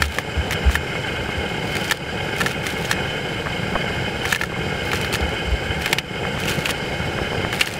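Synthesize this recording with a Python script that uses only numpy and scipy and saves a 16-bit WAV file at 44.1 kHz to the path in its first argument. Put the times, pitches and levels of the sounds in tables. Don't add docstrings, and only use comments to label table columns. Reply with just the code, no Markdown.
import sys
import numpy as np
from scipy import signal
from scipy.fft import rfft, irfft, next_fast_len
from scipy.io import wavfile
from scipy.ndimage import uniform_filter1d, map_coordinates

SR = 44100
rng = np.random.default_rng(int(sys.argv[2]) if len(sys.argv) > 2 else 0)


def boost(x):
    u = np.asarray(x, float) / 20
    return 10 ** u


def unload_audio(sound):
    columns = np.transpose(np.atleast_2d(sound))
    steps = np.round(np.clip(columns, -1, 1) * 32767)
    wavfile.write(sys.argv[1], SR, steps.astype(np.int16))


N = 343539

# (time [s], level [dB])
GAS_FLOW = [(0, 0.2), (.7, 0.7), (1.3, 0.5), (1.9, 0), (2.5, 1.3), (3, -0.1), (3.5, 0.5), (4, 1), (4.6, 1),
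            (5.1, 1.5), (5.6, -0.1), (6.2, 1.3), (6.7, 0.9), (7.2, 1.1), (7.8, -1)]
# (frequency [Hz], level [dB])
FLAME_SPECTRUM = [(25, -39), (60, 2), (150, 5.5), (200, 3), (240, -5.5), (330, -2), (490, 1.5), (600, -4.5),
                  (665, -11.5), (720, -3.5), (860, -3), (1030, -18), (1700, -25.5), (4000, -53)]
# (frequency [Hz], width [Hz], level [dB])
HEAD_RESONANCES = [(1430, 230, -4), (1600, 190, 0), (2160, 140, 1.5), (2503, 65, 0), (2820, 95, -5.5),
                   (3030, 140, 0), (3170, 160, -8)]
# (frequency [Hz], width [Hz], level [dB])
JET_RESONANCES = [(4000, 400, -5), (4680, 220, -1), (4960, 150, 0), (5310, 200, -3), (6060, 130, -9),
                  (7170, 300, -9), (7550, 300, -8.5), (8000, 300, -11), (8800, 600, -14), (10500, 400, -19),
                  (11800, 330, -17.5), (14200, 300, -25)]
# (frequency [Hz], level [dB])
HISS_SPECTRUM = [(600, 5), (1100, -1.5), (1900, 3), (2700, 1), (3400, -5), (4300, -10.5), (6500, -13.5),
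                 (9500, -19), (12300, -23.5), (15800, -31)]
# (middle [s], length [s], frequency [Hz], level [dB])
STAND_BUMPS = [(0.054, 0.18, 73.4, -20), (0.391, 0.075, 73, -13.5), (0.681, 0.075, 67, -7),
               (0.758, 0.095, 75, -21), (1.208, .05, 69.5, -24), (1.385, 0.087, 75, -21.5),
               (5.239, 0.083, 71.6, -14.5), (5.485, 0.051, 72, -17.5), (5.534, 0.069, 60.6, -12.5),
               (5.66, 0.043, 80, -26), (5.705, 0.037, 76, -20.5), (5.779, 0.13, 75, -25.5)]
# (start [s], end [s], level [dB])
BLADE_STROKES = [(0, 0.076, -35.5), (0.077, 0.242, -38.5), (0.51, 0.545, -31), (.69, .785, -33.5),
                 (1.627, 1.813, -43), (1.762, 1.922, -37.5), (1.907, 1.98, -42), (2.355, 2.457, -37),
                 (2.43, 2.553, -36.5), (2.623, 2.755, -35), (2.74, 2.916, -39), (2.89, 2.943, -34),
                 (4.217, 4.32, -39), (4.287, 4.375, -36), (4.36, 4.482, -40), (4.816, 4.93, -42),
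                 (4.903, 5, -35), (4.965, 5.11, -41), (5.122, 5.173, -28.5), (5.78, 5.906, -36.5),
                 (5.887, 5.98, -42), (5.975, 6.005, -39), (6.368, 6.466, -38), (6.442, 6.564, -31),
                 (6.538, 6.65, -37), (6.636, 6.685, -32), (6.682, 6.721, -25.5), (7.51, 7.602, -35.5),
                 (7.583, 7.66, -33), (7.642, 7.797, -37.5)]
# (frequency [Hz], level [dB])
CRUNCH_SPECTRUM = [(600, -43), (1200, 9), (2500, 9.5), (4500, 1), (7000, -4), (11000, -6.5), (15500, -11)]
# (frequency [Hz], level [dB])
TEAR_SPECTRUM = [(1200, -26), (3000, 7), (4500, 0.5), (7000, 0.5), (11000, -8.5), (15500, -12.5)]
# (time [s], level [dB])
LONE_TEARS = [(.0079, -31), (.0822, -29.5), (.1426, -34), (.7072, -30), (.7222, -31), (.7368, -30),
              (1.0707, -32), (1.7824, -30), (1.843, -26.5), (1.972, -28), (2.3636, -26), (2.435, -24),
              (2.8518, -22), (2.8573, -26), (4.2903, -24), (4.3102, -21), (4.418, -23), (4.9559, -21),
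              (5.1274, -16), (5.1337, -21), (5.2911, -30), (5.8946, -27), (5.9122, -22), (6.401, -21.5),
              (6.4559, -25), (6.4957, -16), (6.5144, -23), (6.5887, -27.5), (7.6587, -20), (7.7383, -22.5)]
# (time [s], jolt level [dB], jolt frequency [Hz], tear level [dB])
BLADE_SNAPS = [(0.0211, 1.5, 1660, -9), (0.1855, -3.5, 1920, -19), (.5305, -11, 2020, -22),
               (.754, -1.5, 1740, -14.5), (1.7672, -11, 2050, -20), (1.911, -1, 1870, -11.5),
               (1.9206, -2.2, 1630, -12), (2.4085, -5, 1680, -20), (2.4152, -3.5, 1740, -17.5),
               (2.4617, -5.5, 1840, -16.5), (2.667, -7, 2070, -15.5), (2.9133, -1.5, 1630, -9.5),
               (4.2534, -7.5, 1960, -23), (4.3265, -1.7, 1550, -13.5), (4.348, -5.5, 2650, -28),
               (4.3598, -8.5, 1780, -20), (4.4128, -5.5, 1740, -26), (4.4358, -7, 1840, -22.5),
               (4.9165, -7.5, 2370, -26), (4.9325, -4, 1670, -20.5), (5.1392, -12, 2400, -17),
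               (5.86, -6.5, 2320, -14.5), (5.929, 1.5, 2350, -12.5), (5.9852, -1, 2450, -16.5),
               (6.657, -4, 2670, -20), (6.706, -16, 2500, -16), (7.5285, -7.5, 1720, -24),
               (7.6093, -2.5, 3100, -9.5), (7.6128, 3, 2460, -25)]
# (time [s], jolt level [dB], jolt frequency [Hz])
BLADE_SLIPS = [(.5095, -9, 1900), (1.7543, -10, 2170), (1.899, -10, 2410), (2.404, -9, 1720),
               (2.4685, -8, 1600), (2.495, -15, 2480), (2.911, -11, 1680), (2.9283, -9, 1720),
               (4.2827, -15, 1700), (4.324, -8, 2560), (5.0137, -12.5, 2500), (5.0468, -9, 1650),
               (5.148, -8, 2820), (5.1553, -7.5, 1820), (5.8208, -13, 2240), (5.878, -14, 2130),
               (6.437, -11, 2560), (6.477, -15, 2860), (6.4823, -12, 2900), (6.487, -8.5, 2410),
               (4.258, -12, 2200), (7.546, -15, 2200), (7.5974, -10, 2240), (7.6183, -9, 1940),
               (7.6698, -12, 2800), (7.674, -9, 1960), (4.3271, -12, 960), (5.208, -19, 3300),
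               (5.932, -6.5, 900), (7.61, -8, 1520)]
# (time [s], gain change [dB])
GAIN_DUCKS = [(.03, -11), (.19, -3.5), (.7, -4.5), (1.92, -9.5), (2.46, -4.5), (2.92, 2.5), (4.33, -10.5),
              (4.435, -3), (5.16, 0), (5.93, -8), (5.99, -7), (7.615, -7.5)]
# (time [s], level [dB], frequency [Hz])
FLAME_POPS = [(.6971, -9, 1600), (.9545, -10, 1600), (1.2916, -12, 1200), (3.4594, -12, 1500),
              (3.4612, -12, 1500), (3.4708, -8, 1500), (3.7543, -7, 1400), (3.7556, -9, 900),
              (3.7575, -5, 1450), (3.7629, -5, 950), (3.9054, -14, 1400), (4.521, -14, 1200),
              (4.564, -14, 1200), (5.8685, -13, 1400), (6.2522, -8, 1500), (6.3764, -12, 1300),
              (6.692, -9, 900), (7.1883, -7, 1400), (7.332, -12, 800), (7.4494, -5, 1600)]

CHATTER_S = .0013
TEAR_LEAD_S = .0004


def unit(x):
    return x / np.sqrt(np.mean(x ** 2) + 1e-20)


def along(points, hz):
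    f, v = np.transpose(points)
    return np.interp(np.log(hz + 1), np.log(f + 1), v)


def wobble(rate):
    knots = rng.standard_normal(int(N * rate / SR) + 4)
    return map_coordinates(knots, [np.arange(N) * rate / SR])


def noise():
    return rng.standard_normal(N)


def grains(rate, spread_db):
    size_db = spread_db * np.minimum(rng.exponential(size=N), 4.5)
    return (rng.random(N) < rate / SR) * boost(size_db)


def filtered(x, response):
    m = next_fast_len(N + SR // 2)
    return irfft(rfft(x, m) * response(np.fft.rfftfreq(m, 1 / SR)), m)[:N]


def shaped(x, spectrum):
    return filtered(x, lambda hz: boost(along(spectrum, hz)))


def resonances(table):
    def response(f):
        power = 0
        for c, width, db in table:
            power = power + boost(2 * db) / (1 + ((c * c - f * f) / (c * width)) ** 2) ** 2
        return np.sqrt(power)
    return response


def causal(spectrum, size=8192):
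    cepstrum = irfft(np.log(boost(along(spectrum, np.fft.rfftfreq(size, 1 / SR)))))
    cepstrum[1:size // 2] *= 2
    cepstrum[size // 2 + 1:] = 0
    return irfft(np.exp(rfft(cepstrum)))


def patchy(x, depth_db):
    z = signal.stft(x, nperseg=512)[2]
    field = uniform_filter1d(rng.standard_normal(z.shape), size=6, axis=0)
    field = uniform_filter1d(field, size=60, axis=1)
    return signal.istft(z * boost(depth_db * unit(field)), nperseg=512)[1][:N]


def nearby(x, db):
    t = np.arange(SR // 20) / SR
    scatter = rng.standard_normal(len(t)) * boost(-60 * t / 0.02) * (t > .0015)
    return x + boost(db) * signal.fftconvolve(x, scatter / np.linalg.norm(scatter))[:N]


def burner():
    bursts = boost(1.8 * wobble(40) + .6 * wobble(7))
    puffs = unit(grains(520, spread_db=2.9) * bursts) + .8 * noise()
    flame = unit(signal.fftconvolve(puffs - puffs.mean(), causal(FLAME_SPECTRUM))[:N])

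    head_shake = noise() * boost(2.18 * wobble(110) + 1.0 * wobble(25))
    head = unit(filtered(head_shake, resonances(HEAD_RESONANCES)))
    jet_shake = noise() * boost(1.2 * wobble(150))
    jet = unit(patchy(filtered(jet_shake, resonances(JET_RESONANCES)), depth_db=1.6))
    hiss = unit(shaped(noise() * boost(0.89 * wobble(60)), HISS_SPECTRUM))

    flow_db = np.interp(np.arange(N) / SR, *np.transpose(GAS_FLOW))
    head_db = 1.5 + 0.57 * flow_db
    turbulence = boost(-31.5) * head + boost(-46.0) * jet + boost(-35.5) * hiss
    return boost(-27.0 + flow_db) * flame + boost(head_db) * turbulence


def bumps():
    t, out = np.arange(N) / SR, np.zeros(N)
    for middle, length, hz, db in STAND_BUMPS:
        swell = np.cos(np.pi * np.clip((t - middle) / length, -.5, .5)) ** 2
        out += boost(db) * swell * np.cos(2 * np.pi * hz * (t - middle))
    return out


def pressure():
    t, out = np.arange(N) / SR, np.zeros(N)
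    for start, end, db in BLADE_STROKES:
        progress = np.clip((t - start) / (end - start), 0, 1)
        out += boost(db) * np.sin(np.pi * progress) ** 0.95
    return out


def shearing():
    bursts = signal.lfilter([1], [1, -.9], grains(900, spread_db=4.2))
    cells = unit(bursts) + .65
    return pressure() * boost(3.5) * unit(shaped(cells * noise(), CRUNCH_SPECTRUM))


def fibres():
    at = np.flatnonzero(rng.random(N) < 90 / SR)
    loose_db = 20 * np.log10(pressure()[at] + 1e-6) + 5 + 4 * rng.standard_normal(len(at))
    tears = LONE_TEARS + list(zip(at / SR, loose_db))
    for s, _, _, tear_db in BLADE_SNAPS:
        tears = tears + [(s - TEAR_LEAD_S, tear_db), (s + 1.5 * CHATTER_S, tear_db - 6)]
    return tears + [(s - TEAR_LEAD_S, db - 11.5) for s, db, _ in BLADE_SLIPS]


def cracks():
    dull, bright, t = np.zeros(N + SR), np.zeros(N + SR), np.arange(SR // 100) / SR
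    life = boost(-60 * t / .0065) * (1 - np.exp(-t / .0004))
    for s, db in fibres():
        treble_db = -8 + 2.2 * rng.standard_normal()
        burst = boost(db + 8.5) * life * rng.standard_normal(len(t))
        start = round(s * SR)
        dull[start:][:len(t)] += burst
        bright[start:][:len(t)] += boost(treble_db + 10.0) * burst

    def high(hz):
        return 1 / (1 + (9000 / (hz + 1)) ** 8)

    low_part = filtered(dull[:N], lambda hz: 1 - high(hz))
    high_part = filtered(bright[:N], high)
    return nearby(shaped(low_part + high_part, TEAR_SPECTRUM), db=-4.5)


def jolts():
    found = list(BLADE_SLIPS)
    for s, db, hz, _ in BLADE_SNAPS:
        found.append((s, db, hz))
        for k in (1, 2, 3):
            a, b, c = rng.standard_normal(3)
            late = CHATTER_S * (k + .3 * np.tanh(a))
            found.append((s + late, db - 5 * k + 1.5 * b, hz * np.exp(0.21 * c)))
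    return found


def knocks():
    out, t = np.zeros(N + SR), np.arange(SR // 100) / SR
    for s, db, hz in jolts():
        life = boost(db + 1 - 60 * t / 0.0057) * (1 - np.exp(-t / 0.000096))
        ring = np.sin(2 * np.pi * hz * t) + 0.22 * np.sin(2.9 * np.pi * hz * t)
        out[round(s * SR):][:len(t)] += life * ring
    return nearby(out[:N], db=-7.5)


def ducking():
    t, gain_db = np.arange(N) / SR, np.zeros(N)
    for s, db in GAIN_DUCKS:
        after = np.maximum(t - s, 0)
        gain_db += db * 1.89 * (1 - np.exp(-after / 0.055)) * np.exp(-after / 0.088)
    return boost(gain_db)


def pops():
    out, t = np.zeros(N + SR), np.arange(-80, 120) / SR
    for s, db, hz in FLAME_POPS:
        push = np.exp(-(t * hz / .6) ** 2) * (.3 + .7 * np.cos(2 * np.pi * hz * t))
        out[round(s * SR) - 80:][:len(t)] += boost(db) * push
    return nearby(out[:N], db=-9)


def scene():
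    cutting = shearing() + cracks() + knocks()
    return (ducking() * burner() + bumps() + cutting + pops())[None]


def roll_off(x):
    return signal.sosfilt(signal.butter(12, 16440, fs=SR, output="sos"), x)


def record(dry):
    x = filtered(dry[0], lambda hz: np.clip((15770 - hz) / 100, .003, 1))
    x = x / (1 + np.abs(x) ** 12) ** (1 / 12)
    return roll_off(x[None])


dry = scene()
out = record(dry)
unload_audio(out)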